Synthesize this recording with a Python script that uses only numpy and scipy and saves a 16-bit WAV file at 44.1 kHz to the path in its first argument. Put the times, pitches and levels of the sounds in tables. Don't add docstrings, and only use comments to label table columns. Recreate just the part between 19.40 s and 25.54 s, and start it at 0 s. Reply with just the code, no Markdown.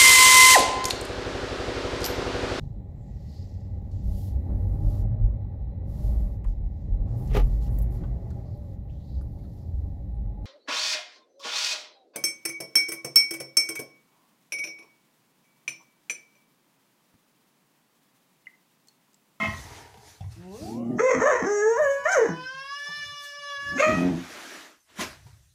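import sys
import numpy as np
from scipy import signal
from scipy.io import wavfile
from scipy.ndimage import uniform_filter1d

SR = 44100
rng = np.random.default_rng(int(sys.argv[2]) if len(sys.argv) > 2 else 0)


def waveform_to_disk(signal):
    frames = np.transpose(np.atleast_2d(signal))
    scaled = np.clip(frames, -1, 1) * 32767
    samples = np.round(scaled).astype(np.int16)
    wavfile.write(sys.argv[1], SR, samples)


def invert_db(level):
    return 10 ** (np.asarray(level, dtype=float) / 20)


N = 270774

# f/Hz, density/dB per Hz
AIR = [(24, -23), (40, -9), (637, -41.5), (797, -32), (2060, -33.5), (2450, -31), (7340, -23.5),
       (15500, -33)]
AIR_DB = -68
# f/Hz, t60/s
ROOM = [(120, 0.24), (500, 0.27), (2000, 0.37), (8000, 0.1)]
# peak t/s, 20 dB rise/s, 20 dB fall/s, level/dB
FLOOR = [(0.12, .15, .32, -36.5), (0.7, .9, .15, -60), (0.84, .035, .2, -36), (1.25, .15, .07, -40),
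         (1.35, .1, .3, -58), (1.77, .07, .1, -45), (2.03, .3, .1, -49.5), (2.44, .16, .13, -51.5),
         (2.89, .45, .25, -54), (3.69, .28, .09, -57), (4.29, .1, .18, -43.5), (4.51, .025, .2, -34.5),
         (4.7, .1, .18, -42), (5.61, .06, .7, -48.5), (5.97, .3, .12, -62)]
# f/Hz, density/dB per Hz
BOARDS = [(15, -41.5), (25, -24), (54, -28), (92, 28), (216, -20.5), (243, -41.5), (303, -38.5),
          (340, -51.5), (400, -40), (520, -61), (880, -120)]
# peak t/s, 20 dB rise/s, 20 dB fall/s, level/dB
SCRAPE = [(0.26, .08, .9, -55), (0.46, .5, .12, -53), (0.62, .05, .07, -60), (3.494, .06, .05, -52),
          (3.55, .1, .2, -68), (5.868, .008, .09, -62)]
# f/Hz, width/Hz, level/dB
PLANK = [(440, 120, -1), (810, 320, -3), (955, 88, -0.5), (1800, 200, -19)]
# t/s, peak level/dB, ring f/Hz, t60/s
PAWS = [(0.08, -28, 90, 0.4), (0.541, -52, 128, 0.22), (0.571, -48.5, 215, 0.15), (0.807, -23.5, 96, 0.14),
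        (0.84, -29.5, 94.1, 0.53), (0.963, -32.5, 109, 0.18), (2.41, -48, 190, .15), (2.59, -56, 200, .15),
        (3.14, -52, 155, .25), (3.485, -46, 170, 0.15), (3.569, -52.5, 161.3, 0.2), (3.66, -45, 94.6, 0.2),
        (3.72, -50.5, 138.5, 0.18), (3.98, -64, 150, .25), (5.593, -57, 80, 0.18),
        (5.588, -26, 214.6, 0.11), (5.77, -48.5, 95, 0.15), (5.855, -43.5, 130.7, 0.26),
        (5.929, -40.5, 83, 0.16)]
# t/s, peak level/dB, ring f/Hz
TICKS = [(0.541, -38, 764), (0.573, -38, 786), (5.593, -18, 1030), (5.866, -47, 950), (5.868, -50, 1350)]
# f/Hz, level/dB, t60/s
EARLIER = [(212.6, 10, 0.3), (662, 5, 0.36), (838, -2, 0.4), (1055, 10, 0.35), (1283, 5, 0.3),
           (1960, 1, 0.55), (1900, 7, 0.51), (1895, -23.5, 0.17), (2120, 13.5, 0.29), (2180, -16, 1),
           (2590, 3, 0.3), (3050, -1, 0.3), (3300, -5, 0.3)]
HOLD_S = .06
ECHO_BEAT_DB, ECHO_BEAT_S = 4.2, .004

# peak t/s, 20 dB rise/s, 20 dB fall/s, rush level/dB, hiss re rush/dB
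PANT = [(0.04, .3, .2, -44, -17), (0.19, .25, .3, -68, 12.5), (0.374, .25, .2, -52, -12),
        (0.686, .13, .22, -60, -.5), (0.922, .03, .13, -65, 1.5), (1.03, .08, .12, -62, -20),
        (2.73, .05, .08, -60, 8), (3.4, .1, .6, -84, 17), (3.658, .3, .15, -64, -1),
        (3.844, .06, .11, -68, 15), (4.29, .17, .2, -66, 5), (4.402, .03, .08, -38, -17),
        (4.49, .08, .36, -43, -19), (4.68, .15, .12, -52, -18), (4.6, .2, .09, -68, 9),
        (5.5, .04, .2, -63, -18), (5.612, .04, .085, -33, -7.5), (5.72, .1, .15, -57, -10),
        (5.882, .1, .3, -69.5, -1.5)]
SIGH = [
    (1.25, .16, .15, -64, 7),
    (5.06, .36, .3, -47.5, -9),
]
# f/Hz, density/dB per Hz
RUSH = [(120, -30.5), (200, -8), (281, 0), (519, -9), (624, -1), (762, -7.5), (1720, -2.5), (6000, -17.5),
        (7800, -25.5), (13200, -120)]
# f/Hz, density/dB per Hz
HISS = [(2060, -34), (3500, -4), (6210, -0.5), (8370, -9), (9660, -6.5), (11200, -11.5), (13800, -13),
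        (15500, -22)]

# t/s, pitch f/Hz, level/dB, lips 0 shut - 1 parted, second partial level/dB
MOAN = [(0.955, 158, -56, .1, -3), (1.012, 176, -48, .3, -5), (1.104, 188, -47, .7, -2),
        (1.146, 210, -50, .95, 5), (1.176, 245, -52, .6, 1), (1.25, 350, -51, .3, 4),
        (1.31, 425, -50, .2, 5), (1.39, 530, -46, .1, -4), (1.474, 593, -51, .05, -6),
        (1.56, 612, -48, .2, -8), (1.7, 630, -52, .9, -2), (1.76, 640, -35, .5, -4),
        (1.83, 640, -44, .5, -2), (1.915, 650, -30, .3, -8), (1.97, 640, -48, .9, -2),
        (2.1, 635, -51, .8, -3), (2.36, 650, -54, .9, -2)]
# f/Hz, level/dB
CLOSED = [(150, 0), (750, 1), (950, -4), (1250, -5), (1600, -24), (2300, -18), (2850, 0), (3600, -30)]
SHUT_TILT_DB = -14
# t/s, pitch f/Hz, level/dB, lips 0 shut - 1 parted, tongue 0 back - 1 forward
HOWL = [(2.4, 502, -54, .2, .3), (2.56, 497, -44, .3, .2), (2.66, 492, -43, .3, .2),
        (2.9, 494, -44, .1, .4), (3.03, 508, -39, .4, .3), (3.13, 527, -42, .3, .6),
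        (3.27, 553, -42, .8, .4), (3.36, 575, -40, 1.0, .45), (3.424, 576, -40, .7, .65),
        (3.554, 587, -39, 1.0, .5), (3.63, 581, -39, 1.0, .58), (3.74, 580, -41, .85, .2),
        (3.88, 577, -42, .4, .45), (4.0, 577, -41, .2, .25), (4.09, 572, -37, .45, .35),
        (4.19, 564, -40, .0, .55), (4.35, 573, -40, .0, .8), (4.39, 575, -40, .1, .85)]
# multiple of pitch, level/dB
UPPER = [(1, -13), (2, -3), (3, 0), (4, -10), (5, -5.5), (6, -7), (7, -14), (8, -16), (9, -14), (10, -16),
         (11, -18.5), (12, -30), (13, -34), (14, -34), (16, -34), (20, -38)]
OVERTONES_DB, BRIGHT_DB = -5, 3
LIPS_DB, TONGUE_DB = -15, 24
RING_HZ, RING_WIDTH_HZ, RING_DB = 5200, 350, 9
NULLS_S = [3.07, 3.424, 3.646, 3.895]
NULL_WIDTH_S, NULL_DB = .03, -22
VEIL_DB, VEIL_S, VEIL_LIFT_S, CHEEK_HZ = -8, 2.9, .3, 2970
BREATH_VEIL, THICKEST_VEIL = .0042, .4

# t/s, centre f/Hz, level/dB
LEAKS = [
    [(0.9, 2650, -70), (1.05, 2650, -73), (1.17, 2700, -66), (1.3, 2680, -70), (1.45, 2900, -71),
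     (1.56, 2800, -74)],
    [(1.2, 2400, -68), (1.35, 2320, -70), (1.46, 2150, -69), (1.52, 1850, -65), (1.58, 1850, -60)],
]
LEAK_WIDTH_HZ = 380
# t/s, pitch f/Hz, effort/dB, jaw 0 shut - 1 wide
YELPING = [
    [(1.2, 101, -42, .39), (1.348, 114, -32.5, .03), (1.428, 118, -32.5, .1), (1.496, 121, -27.5, .02),
     (1.56, 128, -29, .05), (1.58, 242, -26, .2)],
    [(1.588, 381, -31.5, 1.0), (1.606, 445, -18, .55), (1.63, 505, -21.5, .5), (1.67, 525, -16, .53),
     (1.712, 514, -17, .56), (1.735, 490, -24, .66), (1.752, 255, -28, .75), (1.78, 224, -26, .53)],
    [(1.797, 240, -27, .75), (1.812, 435, -23, .7), (1.842, 505, -19.5, .64), (1.868, 615, -17, .66),
     (1.897, 600, -18, .7), (1.937, 495, -21, .66), (2.012, 455, -28, .65), (2.026, 240, -28, .6),
     (2.045, 260, -27, .74)],
]
WHINING = [
    [(2.06, 385, -27, .61), (2.1, 413, -23, .56), (2.208, 413, -23.5, .66), (2.288, 449, -18.5, .42),
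     (2.362, 486, -28, .84), (2.4, 628, -19.7, .53), (2.47, 554, -20, .6), (2.63, 558, -35, .6)],
    [(2.648, 566, -37, .77), (2.658, 613, -19.4, .69), (2.7, 754, -23.5, .8), (2.735, 780, -23.3, .86),
     (2.77, 569, -18, .54), (2.797, 471, -16, .47), (2.835, 435, -22.5, .47), (2.87, 299, -32, .75),
     (2.905, 163, -30, .51)],
    [(2.97, 160, -44.5, .37), (3.08, 151, -65, .64), (3.2, 145, -82, .45)],
]
BARKING = [
    [(4.2, 101, -66, .48), (4.3, 111, -52, .44), (4.345, 192, -38, .38), (4.372, 268, -29, .24)],
    [(4.38, 368, -32, .95), (4.39, 494, -22.5, .8), (4.408, 554, -20, .61), (4.432, 621, -16, .76),
     (4.46, 628, -21, .74), (4.51, 630, -24, .7), (4.56, 632, -32, .78), (4.66, 630, -45, .8)],
    [(4.45, 125, -45, .61), (4.486, 121, -26.5, .41), (4.534, 106, -29, .55), (4.6, 86, -25.5, .55),
     (4.66, 85, -23, .52), (4.794, 85, -35, .45), (4.9, 81, -78, .7)],
]
THROAT = [.72, 1.1, 1.02, .95, .95, 1.0, .9, 1.32, .33]
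HOARSE = [.2, .09, .36, .02, .03, .2, .3, .2, .55]
GLIDE_ROUGH, GLIDE_S, ROUGHEST = .038, .045, .85
# t/s, added roughness 0-1, depth of a slow second beat 0-1
SLIP = [(1.2, 0, 0), (1.56, .2, 0), (1.6, .12, .2), (1.635, -.05, 0), (1.685, -.05, 0), (1.71, .3, .3),
        (1.75, .35, .5), (1.8, .2, .2), (1.84, -.15, .2), (1.87, -.2, .6), (1.94, -.15, .7), (1.98, .1, .4),
        (2.05, .1, .2), (2.11, -.03, 0), (2.24, 0, 0), (2.35, -.04, 0), (2.385, -.1, .2), (2.44, .05, .3),
        (2.48, 0, 0), (2.63, .01, 0), (2.66, -.05, .3), (2.72, -.12, .2), (2.77, -.05, .5), (2.82, 0, .2),
        (4.38, 0, .2), (4.42, -.06, .25), (4.5, -.02, .3), (4.58, -.1, .1)]
BEAT_HZ = 125
# f/Hz, width/Hz, level/dB
CHEST = [(248, 230, 6), (670, 260, -14)]
# f/Hz, width/Hz, level/dB
MOUTH = [(1065, 840, 17.5), (1742, 370, 20), (2100, 510, 6.5), (2903, 690, -11), (3760, 200, -9)]
# f/Hz, width/Hz, level/dB
NOSE = [(5815, 570, 12.5), (6370, 389, 18), (6820, 1860, 7.5), (10700, 5000, -20)]
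SHUT_DB, WIDE_DB = -40, 15
# t/s, factor on first resonance, factor on upper ones, lift of upper ones/dB
TONGUE = [(1.6, 1.15, 1.02, -3), (1.64, .82, 1.1, -6), (1.685, .82, 1.1, -4), (1.72, 1.02, 1.02, 2),
          (1.8, 1.1, 1.02, -3), (1.86, .98, .98, -3), (1.9, 1.05, .94, -2), (1.95, .98, 1.02, -1),
          (2.05, 1.02, 1.02, -1), (2.11, 1.05, 1.02, -1), (2.15, 1.1, .99, 6), (2.22, 1.1, 1.01, 6),
          (2.29, .9, 1.02, -7), (2.36, .9, 1.02, -7), (2.42, 1.02, 1.05, 2), (2.48, 1.02, 1.02, 3),
          (2.66, 1.05, 1.08, 2), (2.72, 1.4, 1.1, -4), (2.79, .98, 1.05, 1), (2.9, .98, 1.02, -1),
          (4.4, 1.02, .92, 2), (4.43, .85, .85, -7), (4.6, .85, .85, -5)]
# t/s, lift/dB
TEETH = [(1.58, 0), (1.7, 0), (2.0, 2), (2.1, -4), (2.35, -3), (2.6, -1), (2.72, 2), (2.9, 2), (4.38, 8),
         (4.43, 15), (4.6, 17)]
# t/s, level/dB, centre f/Hz
NOSTRILS = [
    [(1.57, -64, 5860), (1.6, -41, 6220), (1.678, -45, 6320), (1.708, -38, 6230), (1.796, -48, 6150),
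     (1.808, -40, 6340), (1.916, -41, 6500), (2.042, -49, 5840), (2.06, -43, 5860)],
    [(2.061, -42, 5800), (2.203, -39, 6420), (2.237, -44, 6480), (2.293, -42, 6410), (2.385, -47, 6210),
     (2.415, -54, 6580), (2.449, -42, 6680), (2.459, -50, 6660), (2.5, -50, 6830)],
    [(2.501, -49, 6610), (2.513, -44, 6630), (2.637, -62, 6520), (2.645, -51, 6520), (2.715, -37, 6200),
     (2.721, -30, 6200), (2.807, -45, 6200), (2.919, -52, 5880), (2.97, -62, 5980)],
    [(4.37, -48, 6260), (4.408, -36, 6460), (4.514, -52, 6610), (4.574, -55, 5970), (4.62, -62, 6000)],
]
# t/s, level/dB, centre f/Hz
MUTE = [(1.55, -82, 6300), (3.0, -66, 6300), (4.34, -66, 6300), (4.65, -66, 6300)]
NOSE_REST_HZ, NOSE_SWING = 6300, .6
# t/s, level/dB
SHEEN = [(1.56, -85), (1.62, -70), (1.8, -72), (1.9, -62), (2.0, -74), (2.35, -74), (2.42, -61),
         (2.55, -63), (2.63, -72), (2.73, -56), (2.9, -74), (3.0, -90), (4.36, -85), (4.41, -59),
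         (4.52, -80)]


def evened(x):
    return x / np.sqrt(np.mean(x ** 2) + 1e-20)


def steadied(x, s):
    return x / np.sqrt(abs(uniform_filter1d(x ** 2, int(s * SR))) + 1e-9)


def read(points, hz):
    f, value = np.transpose(points)
    return np.interp(np.log(hz + 1), np.log(f + 1), value)


def along(rows, t):
    s, *columns = np.transpose(rows)
    return [np.interp(t, s, c) for c in columns]


def unroll(rows):
    s = np.transpose(rows)[0]
    t = np.arange(max(s[0], 0), s[-1], 1 / SR)
    return t, along(rows, t)


def edges(t, fade_s):
    return np.minimum(np.minimum(t - t[0], t[-1] - t) / fade_s, 1)


def add(mix, s, sound):
    part = mix[round(s * SR):][:len(sound)]
    part += sound[:len(part)]


def wander(n, s):
    size = int(s * SR)
    once = uniform_filter1d(rng.standard_normal(n), size, mode="wrap")
    return evened(uniform_filter1d(once, size, mode="wrap"))


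def swells(rows, column, order=1):
    t = np.arange(0, N, 16) / SR
    gain = 0
    for row in rows:
        away = np.maximum((row[0] - t) / row[1], (t - row[0]) / row[2])
        gain = gain + invert_db(sum(row[3:4 + column]) - 20 * away ** order)
    return np.interp(np.arange(N) / SR, t, gain)


def noise(n, colour, patchy_db):
    hz = np.fft.rfftfreq(1024, 1 / SR)
    a, b, patches = rng.standard_normal((n // 256 + 5, 513, 3)).T
    patches = evened(uniform_filter1d(uniform_filter1d(patches, 10, 0), 8, 1))
    z = (a + 1j * b) * invert_db(read(colour, hz)[:, None] + patchy_db * patches)
    return evened(signal.istft(z, nperseg=1024, noverlap=768)[1][:n])


def cavity(x, modes, first=0, scale=1):
    out = 0
    for k, (hz, width, db) in enumerate(modes):
        centre = np.maximum(hz * scale, first * (k == 0)) * np.ones(len(x))
        turn = np.exp(2j * np.pi * np.cumsum(centre) / SR)
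        r = np.exp(-np.pi * width / SR)
        smooth = signal.lfilter([(1 - r) ** 3], np.poly([r, r, r]), x / turn + 1e-18)
        out = out + (-1) ** k * invert_db(db) * (turn * smooth).real
    return out


def still_air():
    return invert_db(AIR_DB) * noise(N, AIR, 3.5)


def room(x):
    taps = np.zeros(SR)
    at = np.arange(200, SR - 20, 20)
    taps[at + rng.integers(0, 20, len(at))] = rng.choice([-1., 1.], len(at))
    hz, t, z = signal.stft(taps, SR, nperseg=256)
    decay = invert_db(-60 * t / read(ROOM, hz)[:, None])
    tail = signal.istft(z * decay, SR, nperseg=256)[1]
    return signal.fftconvolve(x, tail / np.linalg.norm(tail))[:N]


def earlier_bark():
    t = np.arange(SR // 2) / SR
    ring = 0
    for hz, db, t60 in EARLIER:
        level_db = db - 60 * np.maximum(t - HOLD_S, 0) / t60 + ECHO_BEAT_DB * wander(len(t), ECHO_BEAT_S)
        ring = ring + invert_db(level_db) * np.sin(2 * np.pi * (hz * t + rng.random()))
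    return 0, invert_db(-42) * ring * np.minimum(t * 250, 1)


def boards():
    return invert_db(-0.5) * swells(FLOOR, 0) * steadied(noise(N, BOARDS, 1.0), 0.22)


def scrape():
    ticks = (rng.random(N) < 150 / SR) * rng.standard_normal(N)
    drag = evened(ticks) + 0.82 * rng.standard_normal(N)
    return swells(SCRAPE, 0) * evened(cavity(drag, PLANK))


def paw(s, db, hz, t60):
    t = np.arange(SR // 3) / SR
    ring = np.sin(2 * np.pi * hz * t) * invert_db(-60 * t / t60) * np.minimum(t / 0.0053, 1)
    claws = invert_db(-32.5 - 60 * t / 0.14) * noise(len(t), RUSH, 7.5)
    return s, invert_db(db) * (ring + claws)


def tick(s, db, hz):
    t = np.arange(SR // 8) / SR
    crack = uniform_filter1d(rng.standard_normal(len(t)), size=6) * invert_db(-60 * t / .05)
    ring = np.sin(2 * np.pi * hz * t) * invert_db(-3 - 60 * t / .07)
    return s, invert_db(db - 6) * (crack + ring) * np.minimum(t / .0015, 1)


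def pant():
    rush, hiss = (swells(PANT, column) + swells(SIGH, column, order=3) for column in range(2))
    return invert_db(4.0) * rush * noise(N, RUSH, 1.48) + invert_db(6.0) * hiss * noise(N, HISS, 2.4)


def moaning(k, hz, t, lips, second_db):
    shut_db = SHUT_TILT_DB * (1 - lips) * min(k - 1, 2)
    return read(CLOSED, k * hz) + (second_db if k == 2 else shut_db)


def howling(k, hz, t, lips, tongue):
    nulls = NULL_DB * sum(np.exp(-((t - s) / NULL_WIDTH_S) ** 2) for s in NULLS_S)
    overtones = OVERTONES_DB + BRIGHT_DB * (lips - .5)
    moving = {1: LIPS_DB * (lips - .5), 2: nulls, 3: TONGUE_DB * (tongue - .5)}.get(k, overtones)
    hidden = np.clip(1 - (t - VEIL_S) / VEIL_LIFT_S, 0, 1)
    off_cheek = 1 - np.exp(-((k * hz - CHEEK_HZ) / 200) ** 2)
    veil = VEIL_DB * (k > 3) * hidden * off_cheek
    ring = RING_DB * np.exp(-((k * hz - RING_HZ) / RING_WIDTH_HZ) ** 2)
    return np.interp(k, *np.transpose(UPPER)) + moving + veil + ring


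def far_dog(rows, colour, count, muzzle_hz):
    t, (hz, level_db, *mouth) = unroll(rows)
    turns = np.cumsum(hz * (1 + .002 * wander(len(t), .012))) / SR
    voice = 0
    for k in range(1, count + 1):
        db = level_db + colour(k, hz, t, *mouth)
        veil = 1 + min(BREATH_VEIL * k * k, THICKEST_VEIL) * wander(len(t), 0.0014)
        damped_db = 45 * np.maximum(np.log2(k * hz / muzzle_hz), 0)
        flutter_db = (1.6 + 0.2 * k) * wander(len(t), 0.021)
        gain = invert_db(db - damped_db + flutter_db) * veil
        voice = voice + np.sqrt(2) * gain * np.cos(2 * np.pi * (k * turns + rng.random()))
    return t[0], voice * edges(t, .015)


def leak(rows):
    t, (hz, level_db) = unroll(rows)
    air = evened(cavity(rng.standard_normal(len(t)), [(1, LEAK_WIDTH_HZ, 0)], scale=hz))
    return t[0], invert_db(level_db) * air * edges(t, .02)


def vocal_folds(hz, rough, beat):
    n = len(hz)
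    jitter = (rough + .03) * .1 * wander(n, 0.0037)
    turns = np.cumsum(hz * (1 + jitter) + 9.0 * rough * wander(n, .02)) / SR
    folds = 0
    for k in range(1, 36):
        folds = folds + np.cos(2 * np.pi * k * turns + .3 * k * k) * (k * hz < 14000)
    folds = steadied(folds, .03) * invert_db(6.0 * rough * wander(n, .005))
    beat_turns = np.cumsum(BEAT_HZ * (1 + .15 * wander(n, .02))) / SR
    folds = folds * (1 + beat * np.cos(2 * np.pi * beat_turns))
    puffs = evened((0.88 + np.exp(-(turns % 1) / 0.27)) * rng.standard_normal(n))
    return folds, puffs


def near_dog(calls):
    rows = [(*row, throat, hoarse) for table, throat, hoarse in calls for row in table]
    t, (hz, effort_db, jaw, opening, hoarse) = unroll(rows)
    back, front, lift_db = along(TONGUE, t)
    slip, beat = along(SLIP, t)
    teeth_db, sheen_db = along(TEETH, t)[0], along(SHEEN, t)[0]
    nose_rows = MUTE + [tuple(row) for call in NOSTRILS for row in call]
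    nose_db, whistle_hz = along(sorted(nose_rows), t)

    glide = uniform_filter1d(abs(np.gradient(np.log(hz))) * SR, int(GLIDE_S * SR))
    rough = np.clip(hoarse + slip + GLIDE_ROUGH * glide, .01, ROUGHEST)
    folds, puffs = vocal_folds(hz, rough, beat)

    share_db = SHUT_DB + (WIDE_DB - SHUT_DB) * jaw
    chest_db = effort_db - 10 * np.log10(1 + invert_db(share_db) ** 2)
    mouth_db = chest_db + share_db

    chest = cavity(folds + 1.1 * rough * puffs, CHEST, first=hz)
    blown = folds + .8 * (rough + .03) * puffs
    low = cavity(blown, MOUTH[:1], scale=opening * back)
    middle = cavity(blown, MOUTH[1:2], scale=opening * front)
    top = invert_db(teeth_db) * cavity(blown, MOUTH[2:], scale=opening * front)
    mouth = low - invert_db(lift_db) * (middle - top)
    whistle = folds + 2.4 * (rough + .07) * puffs
    nostrils = 1 + NOSE_SWING * (whistle_hz / NOSE_REST_HZ - 1)
    nose = cavity(whistle, NOSE[:3], scale=nostrils)
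    sheen = cavity(whistle + puffs, NOSE[3:])

    parts = [(chest, chest_db), (mouth, mouth_db), (nose, nose_db), (sheen, sheen_db)]
    voice = sum(invert_db(db) * steadied(x, .04) for x, db in parts)
    return t[0], voice * edges(t, .02)


def scene():
    near, far, rest = np.zeros((3, N))
    add(rest, *earlier_bark())
    for row in PAWS:
        add(near, *paw(*row))
    for row in TICKS:
        add(near, *tick(*row))
    add(far, *far_dog(MOAN, moaning, count=5, muzzle_hz=4000))
    add(far, *far_dog(HOWL, howling, count=20, muzzle_hz=11000))
    for rows in LEAKS:
        add(rest, *leak(rows))
    calls = list(zip(YELPING + WHINING + BARKING, THROAT, HOARSE))
    for breath in (calls[:-3], calls[-3:-1], calls[-1:]):
        add(near, *near_dog(breath))
    wet = room(invert_db(-9.0) * near + invert_db(-10.0) * far)
    mix = near + far + wet + rest + pant() + boards() + scrape() + still_air()
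    return mix[None]


def band_limit(x):
    return signal.sosfilt(signal.butter(12, 15710, fs=SR, output="sos"), x)


def record(dry):
    bass_cut = signal.butter(2, 62, "high", fs=SR, output="sos")
    top_cut = signal.firwin(511, 15600, window=("kaiser", 9), fs=SR)
    thinned = signal.sosfilt(bass_cut, dry)
    thinned = signal.oaconvolve(thinned, top_cut[None], "same")
    return band_limit(thinned)


dry = scene()
out = record(dry)
waveform_to_disk(out)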